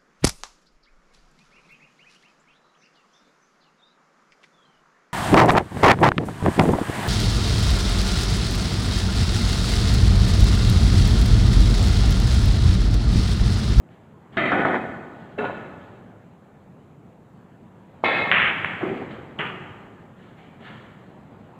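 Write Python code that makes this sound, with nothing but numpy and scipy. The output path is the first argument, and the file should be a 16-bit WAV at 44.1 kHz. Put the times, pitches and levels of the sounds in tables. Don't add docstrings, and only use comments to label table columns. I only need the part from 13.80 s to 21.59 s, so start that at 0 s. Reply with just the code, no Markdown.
import sys
import numpy as np
from scipy import signal
from scipy.fft import rfft, irfft, next_fast_len
from scipy.io import wavfile
from scipy.ndimage import uniform_filter1d, map_coordinates

SR = 44100
rng = np.random.default_rng(int(sys.argv[2]) if len(sys.argv) > 2 else 0)


def int16_out(signal):
    q = np.round(np.clip(np.atleast_2d(signal).T, -1, 1) * 32767)
    wavfile.write(sys.argv[1], SR, q.astype(np.int16))


def gain_from_db(level_db):
    decades = np.asarray(level_db, float) / 20
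    return 10 ** decades


N = 343532
TAIL = 6 * SR // 5

# t/s, direct peak level/dB, contact pitch f/Hz, echo level/dB, hold of the echo/s
RAIL_KNOCKS = [(.5705, -22, 1800, -22.5, 0.13)]
RAIL_BOUNCES = [
    (.7165, -23, 1400, -21, .13),
    (.8503, -11, 1600, -22.5, 0.12),
    (.945, -15, 1590, -30, 0.041),
]
REST_KNOCKS = [
    (1.580, -29, 597, -29.5, 0.086),
    (1.6445, -20, 790, -31, 0.029),
]
CUE_STRIKE = [
    (4.2392, -8.5, 760, -21, 0.2),
    (4.2394, -40, 2200, -51, 0.27),
]
BALL_CLICKS = [(4.5149, -12.5, 2190, -17.5, 0.18)]


def unit(x):
    return x / np.sqrt(np.mean(x ** 2) + 1e-20)


def along(points, hz):
    f, v = np.transpose(points)
    return np.interp(np.log(hz + 1), np.log(f + 1), v)


def coloured(x, gain):
    m = next_fast_len(len(x) + 8192)
    hz = np.fft.rfftfreq(m, 1 / SR)
    return irfft(rfft(x, m) * gain(hz), m)[:len(x)]


def wobble(rate, size=N):
    knots = rng.standard_normal(int(size * rate / SR) + 4)
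    return map_coordinates(knots, [np.arange(size) * rate / SR])


def rush(spectrum, patchy_db):
    z = signal.stft(rng.standard_normal(N), nperseg=512)[2]
    field = uniform_filter1d(rng.standard_normal(z.shape), size=4, axis=0)
    field = uniform_filter1d(field, size=10, axis=1)
    x = signal.istft(z * gain_from_db(patchy_db * unit(field)), nperseg=512)[1][:N]
    return unit(coloured(x, lambda hz: gain_from_db(along(spectrum, hz))))


def echo(hold, step_db, fade, gain, grain_db, gap, burst_db):
    # f/Hz, fade speed against the mean
    absorption = [(150, 0.75), (500, 0.89), (1200, 0.89), (2500, 1.235), (4500, 1.53)]
    t = np.arange(TAIL) / SR
    scatter = np.clip(rng.standard_normal(len(t)), -2.6, 2.6)
    grains = rng.standard_normal(len(t)) * gain_from_db(grain_db * scatter * np.exp(-t / 0.18))
    body = coloured(grains, gain)
    hz, frames, z = signal.stft(body, SR, nperseg=256)
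    loudness = uniform_filter1d(np.mean(np.abs(z) ** 2, axis=0), size=9)
    evened = z * (np.mean(loudness) / loudness) ** 0.65
    drop_db = 12 * frames + fade * np.maximum(frames - hold, 0)
    drop_db = along(absorption, hz)[:, None] * drop_db
    drop_db = drop_db + step_db / (1 + np.exp((hold - frames) / 0.0071))
    body = signal.istft(evened * gain_from_db(-drop_db), SR, nperseg=256)[1][:len(t)]
    body = body / np.sqrt(np.mean(body[:SR // 25] ** 2))
    onset = 1 - np.exp(-(t / gap) ** 2)
    near_walls = gain_from_db(burst_db * np.exp(-t / 0.018))
    return body * onset * near_walls


def blows(rows, colour, rings, ring_db, grain_db, gap, burst_db, cycles, step_db, fade):
    def gain(hz):
        peaks = sum(gain_from_db(2 * (db + ring_db)) / (1 + (2 * (hz - c) / w) ** 2) ** 2 for c, w, db in rings)
        return np.sqrt(gain_from_db(2 * along(colour, hz)) + peaks)

    out = np.zeros(N + TAIL)
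    t = np.arange(-256, 256) / SR
    for s, peak_db, hz, echo_db, hold in rows:
        at = round(s * SR)
        pulse = np.sin(2 * np.pi * hz * t) * np.exp(-(t * hz / cycles) ** 2)
        out[at - len(t) // 2:][:len(t)] -= gain_from_db(peak_db + 4) * pulse
        out[at:][:TAIL] += gain_from_db(echo_db) * echo(hold, step_db, fade, gain, grain_db, gap, burst_db)
    return out[:N]


def slaps(rows, gain_db, cycles, glide):
    s, db, hz = np.transpose(rows)[:, :, None]
    offset = np.arange(-512, 512)
    turns = hz * offset / SR
    pulse = np.cos(2 * np.pi * turns * (1 + glide * turns)) * np.exp(-(turns / cycles) ** 2)
    pulse = gain_from_db(db + gain_db) * pulse
    places = np.round(s * SR).astype(int) + offset
    return np.bincount(places.ravel(), pulse.ravel(), N)


def ringing(s, modes, level_db, waver):
    out = np.zeros(N + SR)
    t = np.arange(SR) / SR
    for hz, db, t60 in modes:
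        bend = waver * wobble(25, size=SR)
        decay_db = 60 * t / np.clip(t60, .2, 1.5)
        envelope = gain_from_db(level_db + db - decay_db + 2.7 * bend) * (1 - np.exp(-t / 0.0059))
        out[round(s * SR):][:SR] += envelope * np.sin(2 * np.pi * hz * t + bend)
    return out[:N]


def shot():
    # t/s, direct peak level/dB, f/Hz, echo level/dB, hold/s
    kisses = [
        (4.8456, -22, 1700, -31.5, 0.028),
        (5.092, -28.5, 2170, -48, 0.074),
    ]
    # f/Hz, spectral level/dB per Hz
    cue_colour = [(88, -40), (150, -14.5), (400, -4.5), (701, -5.5), (796, -4), (1500, -16), (2140, -6.5),
                  (2580, -12.5), (2770, -16.5), (3570, -18), (4410, -28.5), (5730, -59), (9700, -120)]
    ball_colour = [(240, -44.5), (400, -15), (499, -34), (541, -23.5), (709, -14.5), (1230, -4.5),
                   (1350, -3), (2160, 2), (3330, -8.5), (4410, -42.5), (5730, -75), (9700, -120)]
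    # f/Hz, width/Hz, level/dB
    cue_rings = [(600, 200, -12.5), (800, 23, -6), (1097, 61, -4), (1340, 84, -4), (1650, 43, -4.5),
                 (1810, 64, -1), (2160, 91, 5), (2560, 38, 0), (2950, 48, -17.5), (3080, 48, -11.5),
                 (3454, 120, -10.5), (3900, 55, -11), (4530, 47, -35)]
    ball_rings = [(1270, 22, -9.5), (2120, 220, 10.5), (2600, 55, -4), (3650, 35, -26)]
    return (blows(CUE_STRIKE, cue_colour, cue_rings, ring_db=2.0, grain_db=4, gap=0.0049,
                  burst_db=5.0, cycles=0.53, step_db=1.4, fade=30)
            + blows(BALL_CLICKS, ball_colour, ball_rings, ring_db=-17, grain_db=5.0, gap=0.0035,
                    burst_db=-2.5, cycles=1.5, step_db=6.0, fade=25.4)
            + blows(kisses, ball_colour, ball_rings, ring_db=-14, grain_db=12.0, gap=0.0026,
                    burst_db=0.0, cycles=0.83, step_db=5.5, fade=29.0))


def woodwork():
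    # f/Hz, spectral level/dB per Hz
    rail_colour = [(71, -35), (120, -9), (259, 2.5), (426, -9.5), (593, -0.5), (1020, -12), (1300, 1.5),
                   (1610, -9.5), (2010, -4), (2200, -4), (3120, -19), (4450, -32), (4750, -53), (5730, -66),
                   (9700, -120)]
    bounce_colour = [(71, -38.5), (120, -14), (251, 3.5), (413, -3.5), (755, -6), (919, -10.5),
                     (1490, -10.5), (1630, -12), (1780, -5), (2070, -10.5), (2550, -20.5), (2810, -36),
                     (3210, -30.5), (4410, -50.5), (5730, -75), (9700, -120)]
    rest_colour = [(88, -41), (150, -6.5), (276, 0), (317, -10), (559, -3.5), (1170, -12.5), (1440, -12),
                   (2030, -15.5), (2650, -20), (4050, -34.5), (4410, -44), (5730, -73), (9700, -120)]
    # f/Hz, width/Hz, level/dB
    rail_rings = [(233, 100, 0), (660, 63, 4.5), (1275, 45, -0.5), (1780, 104, 2.5), (2020, 170, 0.5),
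                  (2380, 49, -2.5), (3160, 250, -11), (3700, 260, -17.5), (4320, 300, -35)]
    bounce_rings = [(263, 110, -10.5), (734, 200, 0), (1286, 110, -6), (1478, 53, 3.5), (1740, 110, -5.5),
                    (2150, 140, -12.5), (2520, 70, -14), (3160, 670, -22.5), (3800, 270, -36),
                    (4200, 38, -48)]
    rest_rings = [(375, 110, -6), (597, 70, -8), (1292, 25, -4), (1452, 54, -2.5), (1723, 72, -7),
                  (2120, 120, -24), (2620, 69, -12), (3120, 150, -24), (3510, 40, -22), (3890, 86, -25)]
    return (blows(RAIL_KNOCKS, rail_colour, rail_rings, ring_db=3.0, grain_db=4.0, gap=0.00047,
                  burst_db=2.0, cycles=0.51, step_db=2, fade=50)
            + blows(RAIL_BOUNCES, bounce_colour, bounce_rings, ring_db=0.0, grain_db=4.5, gap=0.0025,
                    burst_db=5.5, cycles=1.0, step_db=8, fade=33.0)
            + blows(REST_KNOCKS, rest_colour, rest_rings, ring_db=2.5, grain_db=3.5, gap=0.0048,
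                    burst_db=3.5, cycles=0.95, step_db=5.5, fade=31.4))


def shafts():
    # f/Hz, level/dB, t60/s
    rail_modes = [(265, -4.5, 4.5), (318, 1, 0.9), (374, 2, 1.6), (597, -1, 3.8), (1258, -5, 5.0),
                  (1750, -6, 0.77), (1850, -17, 1.3), (2000, 2, 0.9), (2060, -6, 1), (2320, -6, 0.18),
                  (2530, -10, 2.3)]
    rest_modes = [(420, 7, 0.48), (560, -12, 5.0), (715, 5.5, 0.31), (860, -11, 5.0), (1440, -3, 0.73),
                  (1750, -9, 0.55), (2680, -4, 0.33), (3830, -26, .3)]
    cue_modes = [(555, -4, 1.2), (800, 1, .4), (1870, -7, .9), (1830, -8.5, .9), (2145, -8, 2),
                 (2167, -11, 1), (2544, -3, 1.2), (2600, -9.5, 1.4), (3000, -19.5, 0.99), (3550, -19.5, .8),
                 (3600, -16, 0.8), (3915, -24, 0.97), (3945, -27.5, .9)]
    return (ringing(.571, rail_modes, level_db=-31.0, waver=0.92)
            + ringing(1.582, rest_modes, level_db=-35.5, waver=1.0)
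            + ringing(4.253, cue_modes, level_db=-29.5, waver=0.53))


def walls():
    # t/s, peak level/dB, f/Hz
    rail_slaps = [(0.5746, 1, 1720), (0.5836, -8, 1340), (0.5919, -15, 1230), (0.6035, -17, 1190),
                  (0.6116, -21, 1470), (0.6336, -14, 1930), (0.6465, -12, 1470), (0.6694, -14, 1120),
                  (0.6777, -17, 1670), (0.6935, -14, 1690), (0.6978, -13, 1690), (0.7165, -11, 1420),
                  (0.72, 0, 1450), (0.7245, -7.5, 1400), (0.7288, 1, 1500), (0.7335, -1.5, 1450),
                  (0.7474, -14, 900), (0.7529, -19, 970), (0.7774, -19, 1130), (0.7831, -16, 1030),
                  (0.7953, -17, 1190), (0.8145, -30, 680), (0.8353, -15, 1540), (0.8388, -18, 1190),
                  (0.8504, -11, 1560), (0.854, 1.5, 1150), (0.8598, -13, 1010), (0.8685, -14, 980),
                  (0.8821, -14, 830), (0.8852, -19, 820), (0.8903, -12, 990), (0.9029, -6.5, 517),
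                  (0.9081, -6, 1510), (0.9129, -12, 1190), (0.9185, -17, 1000), (0.9445, -2, 1170),
                  (0.9707, -7, 940), (0.9756, -13, 990), (0.9975, -19, 760), (1.0024, -28, 1190),
                  (1.0418, -15, 650), (1.0532, -11.5, 600)]
    rest_slaps = [(1.5865, -32, 700), (1.5917, -23, 760), (1.5973, -26, 880), (1.6155, -24, 990),
                  (1.6245, -16, 770), (1.6339, -15, 660), (1.6465, -19, 720), (1.6511, -16.2, 630),
                  (1.6715, -30, 660), (1.6871, -22, 860), (1.6981, -11, 690), (1.704, -17, 610),
                  (1.7091, -19, 1040), (1.73, -21, 840), (1.7354, -26, 640), (1.7441, -34, 910),
                  (1.76, -28, 800), (1.769, -35, 890)]
    cue_slaps = [(4.2447, -5.5, 850), (4.2549, -4, 2170), (4.2605, -20, 1570), (4.2893, -4, 830),
                 (4.3113, -1, 1770), (4.319, -5, 1750), (4.3238, -16, 1510), (4.3321, -2, 2060),
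                 (4.3515, -9, 1830), (4.3568, -9, 1740), (4.3651, -9, 1900), (4.371, -17, 1540),
                 (4.3756, -32, 830), (4.3824, -5, 1630), (4.3926, -17, 1850), (4.4051, -18, 1650),
                 (4.4159, -4, 1780), (4.4598, -6, 1880), (4.4753, -10, 1064), (4.4951, -6, 1950)]
    ball_slaps = [(4.5228, 2, 1890), (4.5288, -8, 2160), (4.5343, -15, 2150), (4.5428, -15, 1880),
                  (4.5473, -2, 2180), (4.561, -6, 2210), (4.5666, -1.5, 2260), (4.5718, 0, 2010),
                  (4.5773, -10, 1820), (4.5813, -6, 1890), (4.5925, -9, 2160), (4.6005, -5, 2000),
                  (4.6066, -17, 2120), (4.6196, 2, 2120), (4.6296, -5.5, 1990), (4.6366, -21, 1870),
                  (4.6491, -13, 2030), (4.6606, -17.5, 2020), (4.6727, -16, 2170), (4.6796, -4, 2330),
                  (4.686, -13, 2160), (4.69, -13, 1960), (4.6946, -17, 2020), (4.7017, -3, 2280),
                  (4.7125, -8, 1920), (4.7177, -18, 1790)]
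    far_slaps = [(5.5878, -27, 1200), (5.5928, -31, 1810), (5.5962, -25, 2270), (5.603, -26, 1440),
                 (5.6084, -5.5, 2200), (5.6144, -10, 2140), (5.6441, -25, 1530), (5.6519, -25, 1700),
                 (5.6671, -28, 2480), (5.6704, -22, 1830), (5.665, -25, 2900), (5.6725, -22, 2950),
                 (5.6787, -24.0, 1630), (5.6869, -28, 1470), (5.6941, -21, 1640), (5.7018, -15, 1530),
                 (5.7045, -28, 2600), (5.7085, -22, 1420)]
    # t/s, peak level/dB, f/Hz
    cracks = [
        (4.5158, -0.5, 2310),
        (4.8472, -8.5, 1770),
    ]
    answers = (slaps(rail_slaps, gain_db=-10.5, cycles=0.93, glide=.03)
               + slaps(rest_slaps, gain_db=-6, cycles=0.64, glide=.03)
               + slaps(cue_slaps, gain_db=-10.5, cycles=1.1, glide=0.034)
               + slaps(ball_slaps, gain_db=-7.5, cycles=1.2, glide=0.13)
               + slaps(far_slaps, gain_db=-6, cycles=0.71, glide=.05)
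               + slaps(cracks, gain_db=-1.0, cycles=1.3, glide=0.22))
    edge_hz = 3800
    return coloured(answers, lambda hz: 1 / (1 + (hz / edge_hz) ** 24))


def pocket():
    # t/s, peak level/dB, f/Hz
    rim_taps = [(5.0143, -24.5, 725), (5.032, -27, 780), (5.0454, -26, 750), (5.0665, -31, 680),
                (5.0874, -39, 698), (5.0996, -23, 750), (5.1184, -30, 725), (5.13, -26, 820),
                (5.142, -28, 810), (5.154, -34, 744), (5.1722, -31, 710), (5.2203, -23.5, 715),
                (5.2539, -41, 730), (5.2748, -45, 660), (5.2919, -44, 734)]
    # t of the peak/s, level/dB, f/Hz
    bumps = [(5.018, -32, 445), (5.034, -14.5, 349), (5.049, -29, 437), (5.0677, -16.5, 349),
             (5.081, -26, 350), (5.103, -21, 371), (5.1155, -18, 372), (5.1408, -26, 342),
             (5.161, -26, 270), (5.177, -42, 420), (5.201, -28, 420), (5.2209, -25, 403),
             (5.2413, -41, 380), (5.274, -52, 357), (5.297, -46, 352), (5.087, -25, 231), (5.13, -27, 235),
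             (5.148, -41, 500), (5.222, -30, 258), (5.33, -31.5, 222), (5.385, -30, 373)]
    # t/s, direct peak level/dB, f/Hz, echo level/dB, hold/s
    lip_blow = [(5.012, -34, 700, -33.5, .038)]
    drop_blow = [(5.030, -44, 350, -34, 0.19)]
    # f/Hz, spectral level/dB per Hz
    lip_colour = [(250, -40), (450, -11), (700, -2), (900, -14.5), (1300, -7), (2500, -21), (4000, -96)]
    pouch_colour = [(88, -46), (150, -8), (240, -7), (356, -6), (428, -7.5), (534, -7.5), (1000, -34),
                    (1300, -25), (2200, -120)]
    # f/Hz, width/Hz, level/dB
    pouch_rings = [(366, 45, -13), (786, 70, -16)]
    rise_s, t60_s = .004, .06
    out = slaps(rim_taps, gain_db=-5.5, cycles=2.2, glide=0.009)
    t = np.arange(SR // 4) / SR
    for s, db, hz in bumps:
        swell = (1 - np.exp(-t / rise_s)) ** 2 * gain_from_db(db + 7.5 - 60 * t / t60_s)
        out[round((s - 1.5 * rise_s) * SR):][:len(t)] += swell * np.sin(2 * np.pi * hz * t)
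    out += blows(lip_blow, lip_colour, [], ring_db=0, grain_db=2.5, gap=.003,
                 burst_db=-1.0, cycles=0.79, step_db=1.5, fade=86)
    return out + blows(drop_blow, pouch_colour, pouch_rings, ring_db=-10, grain_db=3, gap=0.0042,
                       burst_db=10.5, cycles=.6, step_db=4.0, fade=20.0)


def snap():
    t = np.arange(N) / SR
    bright = rng.standard_normal(N)
    bright = unit(coloured(bright, lambda hz: np.exp(-((hz - 5000) / 1100) ** 2)))
    level_db, length_s = -56.5, 0.0036
    first_blows = [(RAIL_KNOCKS[0][0] + 0.0065, -1.5), (RAIL_BOUNCES[0][0], -3), (CUE_STRIKE[0][0] + 0.016, 1.5),
                   (BALL_CLICKS[0][0] + .004, -3), (REST_KNOCKS[0][0] + 0.0069, -12)]
    return bright * sum(gain_from_db(level_db + db) * np.exp(-((t - s) / length_s) ** 2) for s, db in first_blows)


def other_tables():
    # t/s, direct peak level/dB, f/Hz, echo level/dB, hold/s
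    clicks = [
        (5.590, -25.5, 3030, -30.5, 0.091),
        (5.6083, -29, 2040, -38, 0.068),
    ]
    tick = [(5.305, -55, 3000, -51, 0.051)]
    brush = [(6.56, -65, 2190, -57, 0.11)]
    taps = [
        (.09, -54, 2500, -62.5, 0.04),
        (.512, -70, 1990, -52.5, .195),
        (6.832, -60, 1800, -45, 0.031),
    ]
    footfall = [(6.845, -56, 200, -43.5, 0.13)]
    shuffles = [
        (1.325, -70, 2000, -56, 0.14),
        (1.96, -70, 2500, -58, 0.094),
        (6.34, -58, 2540, -56.5, 0.15),
        (6.79, -70, 1800, -46.5, .14),
    ]
    # f/Hz, spectral level/dB per Hz
    click_colour = [(88, -32), (150, 3.5), (195, -0.5), (243, -19), (404, -14), (944, -6), (1230, -13),
                    (1340, -1.5), (2690, -5.5), (2880, -3), (3350, -11), (3600, -30), (4410, -39),
                    (5730, -66.5), (9700, -120)]
    tick_colour = [(710, -28), (1200, -2), (1690, -1), (2210, -4), (2690, -12), (3100, -4), (4410, -24),
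                   (5730, -49), (9700, -120)]
    brush_colour = [(710, -35), (1200, -7), (2200, -4), (2330, 2), (2560, -12), (3010, -7), (4410, -25),
                    (5730, -52), (9700, -120)]
    tap_colour = [(350, -36), (600, -20), (1360, -0.5), (1570, -6), (1750, 2.5), (1960, -5.5), (2290, -5.5),
                  (2480, -13), (2870, -6.5), (3290, -8), (3750, -16), (4410, -22.5), (5730, -54.5),
                  (9700, -120)]
    thud_colour = [(70, -31), (110, -5), (190, 2), (300, -11), (500, -16), (900, -61)]
    # f/Hz, width/Hz, level/dB
    click_rings = [(372, 140, 4.5), (1210, 140, 4.5), (1833, 41, 5.5), (2030, 24, 6), (2410, 14, -6),
                   (2500, 73, -12), (2940, 69, -21)]
    return (blows(clicks, click_colour, click_rings, ring_db=-2.5, grain_db=4.5, gap=0.0022,
                  burst_db=7.5, cycles=2.4, step_db=4.5, fade=30.3)
            + blows(tick, tick_colour, [], ring_db=0, grain_db=5, gap=0.0051,
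                    burst_db=11.0, cycles=0.5, step_db=1.0, fade=53)
            + blows(brush, brush_colour, [], ring_db=0, grain_db=8, gap=0.02,
                    burst_db=10.0, cycles=0.97, step_db=0.5, fade=18)
            + blows(taps, tap_colour, [], ring_db=0, grain_db=-1.0, gap=0.019,
                    burst_db=2.0, cycles=1.0, step_db=1.5, fade=47)
            + blows(footfall, thud_colour, [], ring_db=0, grain_db=6.0, gap=0.029,
                    burst_db=-2.0, cycles=1.0, step_db=6.5, fade=53)
            + blows(shuffles, tap_colour, [], ring_db=0, grain_db=0.0, gap=.055,
                    burst_db=24.0, cycles=1.0, step_db=1.5, fade=20))


def gate(play):
    # centre f/Hz, threshold level/dB, opening/dB per dB over it
    gate_bands = [
        (260, -48.5, 0.11),
        (1700, -68, 0.1718),
        (3400, -75.5, 0.1138),
    ]
    watch_s = 0.013
    open_db = np.zeros(N)
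    for centre_hz, threshold_db, ratio in gate_bands:
        band = coloured(play, lambda hz: np.exp(-2 * np.log2((hz + 1) / centre_hz) ** 2))
        power = np.abs(uniform_filter1d(band ** 2, size=round(watch_s * SR)))
        open_db += ratio * 10 * np.log10(1 + power / gain_from_db(2 * threshold_db))
    return open_db


def hall(open_db):
    # t/s, swell level/dB
    street = [(0, 0), (1.3, 4.5), (2.1, 1.8), (3.4, -0.1), (3.7, 1.5), (3.9, 1), (4.1, 3.5), (5.3, 6),
              (6.7, 0.3), (7.2, 2), (7.55, 5), (7.79, 5.5)]
    # f/Hz, spectral level/dB per Hz
    hum_colour = [(15, -41), (25, -17.5), (42, -8), (52, -14), (70, -14), (91, -5), (167, -3), (189, -2.5),
                  (275, -9), (299, -11), (395, -12), (430, -13.5), (700, -19.5), (910, -40), (1540, -120)]
    # f/Hz, spectral level/dB per Hz
    air_colour = [(150, -26.5), (400, -13.5), (800, -5.5), (1300, -13), (2500, -24), (4000, -32.5),
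                  (5000, -42.5), (5600, -65.5)]
    # f/Hz, spectral level/dB per Hz
    hiss_colour = [(4300, -20), (5000, -6), (5600, -6), (6500, -2), (7300, 0), (8000, 0), (8200, -30)]
    # f/Hz, spectral level/dB per Hz
    sizzle_colour = [(7900, -30), (8200, 0), (10700, 0), (11500, -8), (12000, -16), (12600, -16),
                     (12800, -1), (14700, -1), (15500, -9)]
    # f/Hz, spectral level/dB per Hz
    still_colour = [(8000, -30), (8300, 0), (15000, -2), (15500, -9)]
    # t/s, level/dB
    whine_level = [(3.3, -89), (3.8, -68), (4.02, -65), (4.06, -57.5), (4.22, -67), (4.3, -87)]
    t = np.arange(N) / SR
    street_db = np.interp(t, *np.transpose(street))
    dip_db, recovery_s = 6.5, .09
    after = t - BALL_CLICKS[0][0]
    duck_db = dip_db * (after > 0) * np.exp(-np.abs(after) / recovery_s)
    hum_db = -49.5 + 0.83 * open_db + 0.48 * street_db + 0.61 * wobble(3.4)
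    hum = gain_from_db(hum_db) * rush(hum_colour, patchy_db=1.07)
    air_db = -59 + 1.13 * np.minimum(open_db, 12.5) + street_db
    air = gain_from_db(air_db) * rush(air_colour, patchy_db=1.9)
    hiss = gain_from_db(-82.0 + open_db - duck_db) * rush(hiss_colour, patchy_db=0.1)
    sizzle_db = -88.0 + 1.08 * np.minimum(open_db, 11) - 1.1 * duck_db
    sizzle = gain_from_db(sizzle_db) * rush(sizzle_colour, patchy_db=-1.0)
    whine_db = np.interp(t, *np.transpose(whine_level)) + 3 * wobble(27)
    whine = gain_from_db(whine_db) * np.sin(2 * np.pi * 970 * t + 1.3 * wobble(7.1))
    still_db = -86.5 - 1.3 * np.maximum(open_db - 4.0, 0)
    still = gain_from_db(still_db) * rush(still_colour, patchy_db=1.5)
    return hum + air + hiss + sizzle + whine + still


def scene():
    play = woodwork() + shafts() + shot() + walls() + pocket() + other_tables()
    return (play + hall(gate(play)) + snap())[None]


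def top_cut(x):
    return signal.sosfilt(signal.butter(12, 15500, fs=SR, output="sos"), x)


def record(dry):
    heard = coloured(dry[0], lambda hz: 1 / np.sqrt(1 + (70 / (hz + 1)) ** 4))
    return top_cut(heard[None])


dry = scene()
out = record(dry)
int16_out(out)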